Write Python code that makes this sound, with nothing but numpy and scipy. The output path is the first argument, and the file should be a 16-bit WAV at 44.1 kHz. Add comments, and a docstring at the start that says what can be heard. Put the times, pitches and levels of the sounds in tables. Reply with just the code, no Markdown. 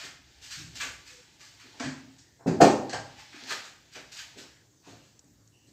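"""Cling film is pulled and crumpled in short bursts across a hard, echoing kitchen: clouds of tiny snaps.
A bowl is set down on the counter, knocks and rocks, and later hands pat dough: rough thumps and ringing modes.
The dough ticks as it unsticks: clicks of resonant noise. The room hums and rumbles faintly in shaped noise,
and a few thin drones and whistles, narrow bands of noise, come and go."""
import sys
import numpy as np
from scipy import signal
from scipy.fft import rfft, irfft, next_fast_len
from scipy.io import wavfile
from scipy.ndimage import uniform_filter1d

SR = 44100
rng = np.random.default_rng(int(sys.argv[2]) if len(sys.argv) > 2 else 0)


def level_to_linear(level):
    """Convert decibel levels to linear amplitude factors, elementwise."""
    exponent = np.asarray(level, float) / 20
    return 10 ** exponent


def pcm_store(signal):
    """Save signal as 16-bit PCM."""
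    levels = np.round(np.clip(np.atleast_2d(signal), -1, 1) * 32767)
    wavfile.write(sys.argv[1], SR, levels.astype(np.int16).T)


N = 252321  # length in samples

# All levels in the tables are nominal: the functions add shares, shapes and reverberation to them.
# Deep rumble of the house: start_s, level_db
HOUSE_LEVEL = [(0, -67.5), (.85, -59), (1.3, -76), (2.3, -74), (4.6, -74), (5.1, -83), (5.35, -70.5),
               (5.72, -76.5)]
# Faint narrow whistles and drones: start_s, end_s, pitch_hz, width_hz, level_db
WHISTLES = [(.22, 0.414, 1690, 330, -74.5), (1.085, 1.233, 500, 12, -64), (1.719, 1.85, 870, 290, -62.5),
            (2.176, 2.423, 1880, 200, -73.5), (3.17, 3.261, 840, 60.1, -60.5),
            (4.301, 4.673, 1834, 251, -69), (5.508, 5.69, 2840, 156, -71)]
# Dough unsticking: start_s, level_db, ring_hz
TICKS = [(5.191, -41.5, 6660), (5.243, -55.5, 7040), (5.474, -49, 6500)]
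# Knocks and pats on the counter: start_s, level_db, favoured_octave (above 100 Hz), spread_octaves, rise_s
KNOCKS = [(.03, -54, 2, 1.2, .015), (.562, -47, 0.34, .35, 0.025), (.635, -49.5, 0.51, 0.27, .02),
          (.73, -55, 0.63, 0.8, .03), (0.579, -48, 1.7, 0.17, 0.024), (0.801, -41.5, 2.26, 1.1, 0.074),
          (1.622, -48, 1.76, 0.35, 0.047), (1.798, -37, 2.6, 0.75, 0.018), (1.8, -33.5, 1.4, .2, 0.0083),
          (1.831, -37.5, 0.38, 0.24, .02), (1.843, -29, 1.5, .25, 0.021), (2.385, -50.5, 3.1, 1.15, .031),
          (2.458, -26, 1.15, 1.24, 0.005), (2.472, -23.5, 0.66, 1.6, .0052),
          (2.511, -26.5, 1.74, 0.5, 0.0065), (2.601, -13, 2.77, 0.77, 0.0074),
          (2.612, -11.5, 1.82, 1.16, 0.011), (2.65, -22, 2, 0.46, 0.0026),
          (2.926, -31.5, 2.93, 1.02, 0.019), (2.935, -39.5, 0.27, 0.27, 0.013),
          (3.327, -49, 1.65, 0.41, .028), (3.412, -47.5, 1.58, 0.56, 0.018),
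          (3.501, -42.5, 2.15, 0.9, 0.02), (3.945, -45, 2.24, 1, .037), (4.349, -44, 1.85, 0.81, 0.044),
          (4.83, -48.5, 3.32, 0.29, 0.047), (4.866, -51, 1.22, 1.57, 0.011),
          (4.92, -54.5, 1.96, 1.24, 0.0088), (5.238, -58, 1.15, 0.58, 0.0029),
          (5.668, -61, 0.62, 1.13, 0.024)]
# Modes of counter, bowl and low room: mode_hz, level_db, t60_s
COUNTER_MODES = [(136, -7.5, 0.64), (166, 1.5, 0.31), (214.4, -6.5, 0.55), (255.7, -7.5, 0.57),
                 (287.2, -2, 0.36), (374, -6.5, 0.39), (397, -2.5, 0.27), (467, 1, 0.2), (526, -8, 0.46),
                 (611.5, -7, 0.46), (692, 2.5, .25), (745.2, -0.5, 0.14), (748, -3, .2), (804, -10, 0.71),
                 (885, -7, 0.49)]
# Crumples of the film: start_s, level_db, papery_body_db (relative to the snaps), rise_s, fall_t60_s
CRUMPLES = [(-.06, -32.5, 2.5, 0.037, 0.44), (.019, -32.5, -13, .039, 0.14), (.403, -36, -11, .041, 0.98),
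            (.488, -30, -7, 0.039, 0.52), (.746, -31, -12, .012, .65), (.795, -22.5, 0.5, 0.017, .27),
            (1.039, -40, -6, 0.044, 0.72), (1.389, -40.5, -6.5, 0.026, 0.73),
            (1.591, -43.5, -0.5, 0.011, 0.5), (3.15, -41.5, -1.5, 0.053, .27),
            (3.324, -49, 11, 0.0047, 0.52), (3.45, -25.5, -2, 0.078, 0.11), (3.495, -28, 7.5, 0.019, 0.13),
            (3.62, -39.5, -2, 0.04, 0.32), (3.91, -40.5, -8, 0.029, 0.36), (3.939, -37, 3, 0.024, 0.23),
            (4.111, -34, -9.5, 0.016, .36), (4.128, -32.5, -3.5, 0.074, 0.18),
            (4.364, -36, -5.5, 0.026, 0.33), (4.809, -45.5, -3, 0.089, 0.67),
            (5.001, -53.5, -26, 0.053, 0.5), (5.65, -52.5, -18.5, 0.041, .2)]
# Film jolted as the bowl lands and rocks: start_s, level_db, papery_body_db, rise_s, fall_t60_s
JOLTS = [(1.795, -28.5, 5, 0.0065, 0.39), (1.84, -31, 3, 0.0078, 0.22), (2.18, -41, -11, .0068, 0.2),
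         (2.463, -31.5, 1.5, 0.018, 0.28), (2.605, -11.5, 0.5, .014, .22), (2.894, -28, -4.5, 0.0016, 0.21),
         (2.927, -22.5, -0.5, 0.0047, 0.17)]
# Film slowly relaxing between crumples: start_s, level_db
RUSTLE_LEVEL = [(0, -46.5), (.19, -68.5), (.6, -56.5), (.68, -74), (.76, -52), (1.19, -67), (1.59, -64),
                (1.85, -54), (2.45, -82.5), (2.64, -61), (3.28, -58.5), (3.55, -44), (3.73, -66),
                (3.98, -66.5), (4.21, -55.5), (4.48, -63.5), (4.84, -90.5), (5.72, -85)]
# Kitchen reverberation: frequency_hz, t60_s
KITCHEN_T60 = [(150, 0.52), (500, 0.68), (1500, 0.46), (4000, 0.39), (8000, 0.41), (14000, 0.37)]

# Spectral shapes: frequency_hz, relative_density_db (per Hz)
# the hush of the room, the rumble of the house, the low drone
HUSH_SHAPE = [(180, -32.5), (300, 2.5), (562, -7.5), (836, -11.5), (1310, -14.5), (1790, -13),
              (2490, -19.5), (6590, -9), (7770, -10), (9480, -28.5), (15600, -21.5)]
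RUMBLE_SHAPE = [(20, -16), (40, -13.5), (60, -0.5), (80, -4.5), (100, -16.5)]
DRONE_SHAPE = [(70, -13), (110, 4), (160, -3.5), (230, -10), (290, -5.5), (450, -31.5)]
# the rough thump of a contact
THUMP_SHAPE = [(30, -77.5), (80, -30), (140, -13.5), (200, -4), (270, 1), (400, -5.5), (550, -3),
               (750, -2.5), (950, -4), (1200, -4.5), (1700, -3), (2300, -10.5), (3200, -28)]
# the film: sharp snaps, papery body, airy finest snaps, mid-sized creases, and rustle as it settles
SNAP_SHAPE = [(2500, -30.5), (3800, -2.5), (4500, 3), (5600, 0), (6600, 0.5), (8000, -4), (9000, -19),
              (10000, -38.5)]
BODY_SHAPE = [(700, -28.5), (1050, -8), (1350, -4.5), (1700, 1), (2050, -5.5), (2600, -12.5), (4000, -36.5)]
AIR_SHAPE = [(8000, -17.5), (10000, -5.5), (12000, 2.5), (15500, -3.5)]
CREASE_SHAPE = [(1800, -16.5), (2400, 3.5), (3000, 3), (3600, -2), (4500, -21)]
SETTLE_SHAPE = [(410, -17.5), (700, -4.5), (919, -2), (1090, -18.5), (1480, -6), (1650, -3), (4640, -1.5),
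                (7120, -9.5), (9350, -27), (15500, -30.5)]


def unit(x):
    """Normalisation: scales a signal to rms 1."""
    return x / np.sqrt(np.mean(x ** 2) + 1e-20)


def curve(rows):
    """Linear interpolation: one value per sample from rows that start with a time."""
    return np.interp(np.arange(N) / SR, *np.transpose(rows))


def coloured(x, spectrum):
    """Linear filtering: shapes x through (Hz, dB) points, steeply closed outside them, at rms 1."""
    size = next_fast_len(len(x) + 8192)
    hz, db = np.transpose(spectrum)
    log_hz = np.log(np.fft.rfftfreq(size, 1 / SR) + 1)
    shape_db = np.interp(log_hz, np.log(hz), db, -120, -120)
    return unit(irfft(rfft(x, size) * level_to_linear(shape_db), size)[:len(x)])


def patchy(x, depth_db):
    """Spectral modulation: the colour drifts at random over some 500 Hz and 60 ms."""
    z = signal.stft(x, nperseg=512)[2]
    field = uniform_filter1d(rng.standard_normal(z.shape), size=6, axis=0)
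    field = uniform_filter1d(field, size=10, axis=1)
    return unit(signal.istft(z * level_to_linear(depth_db * unit(field)), nperseg=512)[1][:N])


def swell(t, rise):
    """Onset envelope: a smooth sine-squared rise from 0 to 1, never faster than 2 ms."""
    return np.sin(np.pi / 2 * np.clip(t / max(rise, .002), 0, 1)) ** 2


def add(track, s, sound):
    """Superposition: mixes a sound in from time s, trimmed to the track."""
    first = round(s * SR)
    part = track[max(first, 0):][:len(sound) + min(first, 0)]
    part += sound[max(-first, 0):][:len(part)]


def kitchen(x, wet_db):
    """Reverberation: direct sound plus a diffuse tail whose every frequency dies at its own speed."""
    out, block = x.copy(), SR // 4
    room_hz, room_t60 = np.transpose(KITCHEN_T60)
    for start in range(0, N, block):  # fresh tails keep alike bursts apart
        hz, t, z = signal.stft(rng.standard_normal(SR), SR, nperseg=256)
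        t60 = np.interp(np.log(hz + 1), np.log(room_hz), room_t60)
        tail = signal.istft(z * level_to_linear(-60 * t / t60[:, None]), SR, nperseg=256)[1]
        tail *= 1 - np.exp(-np.arange(len(tail)) / SR / 0.003)  # echoes take a moment to build up
        tail /= np.linalg.norm(tail)
        add(out, start / SR, level_to_linear(wet_db) * signal.fftconvolve(x[start:start + block], tail))
    return out


def favour(hz, octave, spread):
    """Contact spectrum: how much a contact favours each frequency, a bell over octaves, in dB."""
    return -6 * ((np.log2(hz / 100) - octave) / max(spread, .12)) ** 2


def boom_power():
    """Low room resonance: every knock leaves a slowly dying power, less than in proportion if hard."""
    boom_hz, rise_s, t60_s = 119, 0.013, 1
    offset_db, db_per_knock_db = -26, .55
    power, t = np.zeros(N), np.arange(SR) / SR
    for s, db, octave, spread, _ in KNOCKS:
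        low_db = offset_db + db_per_knock_db * (db + favour(boom_hz, octave, spread))
        add(power, s, (level_to_linear(low_db - 60 * t / t60_s) * swell(t, rise_s)) ** 2)
    return power


def room_floor():
    """Stationary noise: an uneven hush, house rumble and low drone; knocks add power to the last two."""
    drone_db, deep_boom_db = -67, -12.5
    hush = level_to_linear(-67) * coloured(patchy(rng.standard_normal(N), depth_db=2.4), HUSH_SHAPE)
    boom = boom_power()
    rumble_level = np.sqrt(level_to_linear(curve(HOUSE_LEVEL)) ** 2 + level_to_linear(deep_boom_db) ** 2 * boom)
    rumble = rumble_level * coloured(rng.standard_normal(N), RUMBLE_SHAPE)
    drone = np.sqrt(level_to_linear(drone_db) ** 2 + boom) * coloured(rng.standard_normal(N), DRONE_SHAPE)
    return hush + rumble + drone


def whistles():
    """Narrow-band noise: bands with a pitch that fade in and out."""
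    out = np.zeros(N)
    for start, end, hz, width_hz, db in WHISTLES:
        n = round((end - start) * SR)
        band = [(hz - 3 * width_hz, -30), (hz - width_hz / 2, 0), (hz + width_hz / 2, 0), (hz + 3 * width_hz, -30)]
        fade = signal.windows.tukey(n, .4)
        add(out, start, level_to_linear(db) * coloured(rng.standard_normal(n), band) * fade)
    return out


def ticks():
    """Adhesive release: sticky dough lets go with a dry click, strongest around two bright resonances."""
    out, t = np.zeros(N), np.arange(SR // 20) / SR
    for s, db, hz in TICKS:
        colour = [(2500, -30), (0.72 * hz, -16), (0.87 * hz, -4), (0.94 * hz, -12),
                  (hz, 0), (1.1 * hz, -6), (9500, -30)]
        envelope = level_to_linear(db - 60 * t / 0.025) * swell(t, 0.0028)
        add(out, s, envelope * coloured(rng.standard_normal(len(t)), colour))
    return out


def ringing_modes(t, octave, spread):
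    """Modal synthesis: damped sines near the favoured pitch, at new strengths and phases each time."""
    hz, mode_db, t60 = np.transpose(COUNTER_MODES)[:, :, None]
    luck_db = 2.0 * rng.standard_normal(hz.shape)
    phase = 2 * np.pi * rng.random(hz.shape)
    # the rattling contact keeps the higher modes from ringing true: a random walk in steps of 20 samples
    walk = np.cumsum(rng.standard_normal((len(hz), len(t) // 20 + 1)), axis=1)
    phase = phase + 0.026 * hz / 100 * np.repeat(walk, 20, axis=1)[:, :len(t)]
    level_db = mode_db + favour(hz, octave, spread) + luck_db - 60 * t / t60
    return (level_to_linear(level_db) * np.sin(2 * np.pi * hz * t + phase)).sum(axis=0)


def knocks():
    """Impact excitation: each contact makes a rough, reverberant thump and rings the modes."""
    thumps, rings, t = np.zeros(N), np.zeros(N), np.arange(SR * 2 // 3) / SR
    short = t[:SR // 4]
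    for s, db, octave, spread, rise in KNOCKS:
        add(rings, s, level_to_linear(db - 2.5) * swell(t, rise) * ringing_modes(t, octave, spread))
        colour = [(hz, level + favour(hz, octave, spread)) for hz, level in THUMP_SHAPE]
        rough = coloured(rng.standard_normal(len(short)), colour)
        add(thumps, s, level_to_linear(db - 4.0 - 60 * short / 0.32) * swell(short, rise) * rough)
    return kitchen(thumps, wet_db=-4.0) + rings


def crackle(per_s, spread_db, smooth):
    """Impulsive noise: irregular tiny snaps of very unequal size over a smooth hiss."""
    sizes = level_to_linear(spread_db * rng.exponential(size=N))
    snaps = (rng.random(N) < per_s / SR) * rng.choice([-1, 1], N) * sizes
    return unit(snaps) + smooth * rng.standard_normal(N)


def film():
    """Buckling sheet: each crumple is a cloud of snaps that swells and thins out; rustle fills the gaps."""
    crest_db = 14  # allowance for the peak of a cloud over its mean level
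    crease_per_body_db = 0.47  # big folds crease more: dB of crease per dB of body
    power, t = np.zeros((4, N)), np.arange(SR // 2) / SR
    # level of the creases and of the airy finest snaps relative to the snaps, in dB
    for rows, crease_db, air_db in ((CRUMPLES, -3.5, -20.5), (JOLTS, -11.5, -35)):
        for s, db, body_db, rise, fall in rows:
            cloud = swell(t, rise) * level_to_linear(-60 * np.maximum(t - rise, 0) / max(fall, .02))
            shares_db = (0, body_db, air_db, crease_db + crease_per_body_db * body_db)
            for band_power, share_db in zip(power, shares_db):
                add(band_power, s, (level_to_linear(db + share_db) * cloud) ** 2)
    snaps = patchy(crackle(per_s=3000, spread_db=1.8, smooth=.9), depth_db=1.5)
    bands = np.array([coloured(snaps, shape) for shape in (SNAP_SHAPE, BODY_SHAPE, AIR_SHAPE, CREASE_SHAPE)])
    crumpling = level_to_linear(-crest_db) * np.sum(np.sqrt(power) * bands, axis=0)
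    relaxing = patchy(crackle(per_s=2400, spread_db=3.5, smooth=1.4), depth_db=0.5)
    return crumpling + level_to_linear(curve(RUSTLE_LEVEL)) * coloured(relaxing, SETTLE_SHAPE)


def scene():
    """Direct-to-reverberant ratio: the film is far off and wet, the dough ticks close and dry."""
    mix = room_floor() + whistles() + ticks() + knocks() + kitchen(film(), wet_db=-1.72)
    return mix[None]


def roll_off(x):
    """The treble ends steeply here."""
    return signal.sosfilt(signal.butter(12, 15710, fs=SR, output="sos"), x)


def record(dry):
    """Transduction: the small microphone loses the deepest bass and the input overloads softly."""
    low_cut_hz, ceiling, knee = 44.6, .9, 4  # ceiling in full-scale units
    high_pass = signal.butter(2, low_cut_hz, "high", fs=SR, output="sos")
    thin = signal.sosfilt(high_pass, dry)
    finished = thin / (1 + np.abs(thin / ceiling) ** knee) ** (1 / knee)
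    return roll_off(finished)


dry = scene()
out = record(dry)
pcm_store(out)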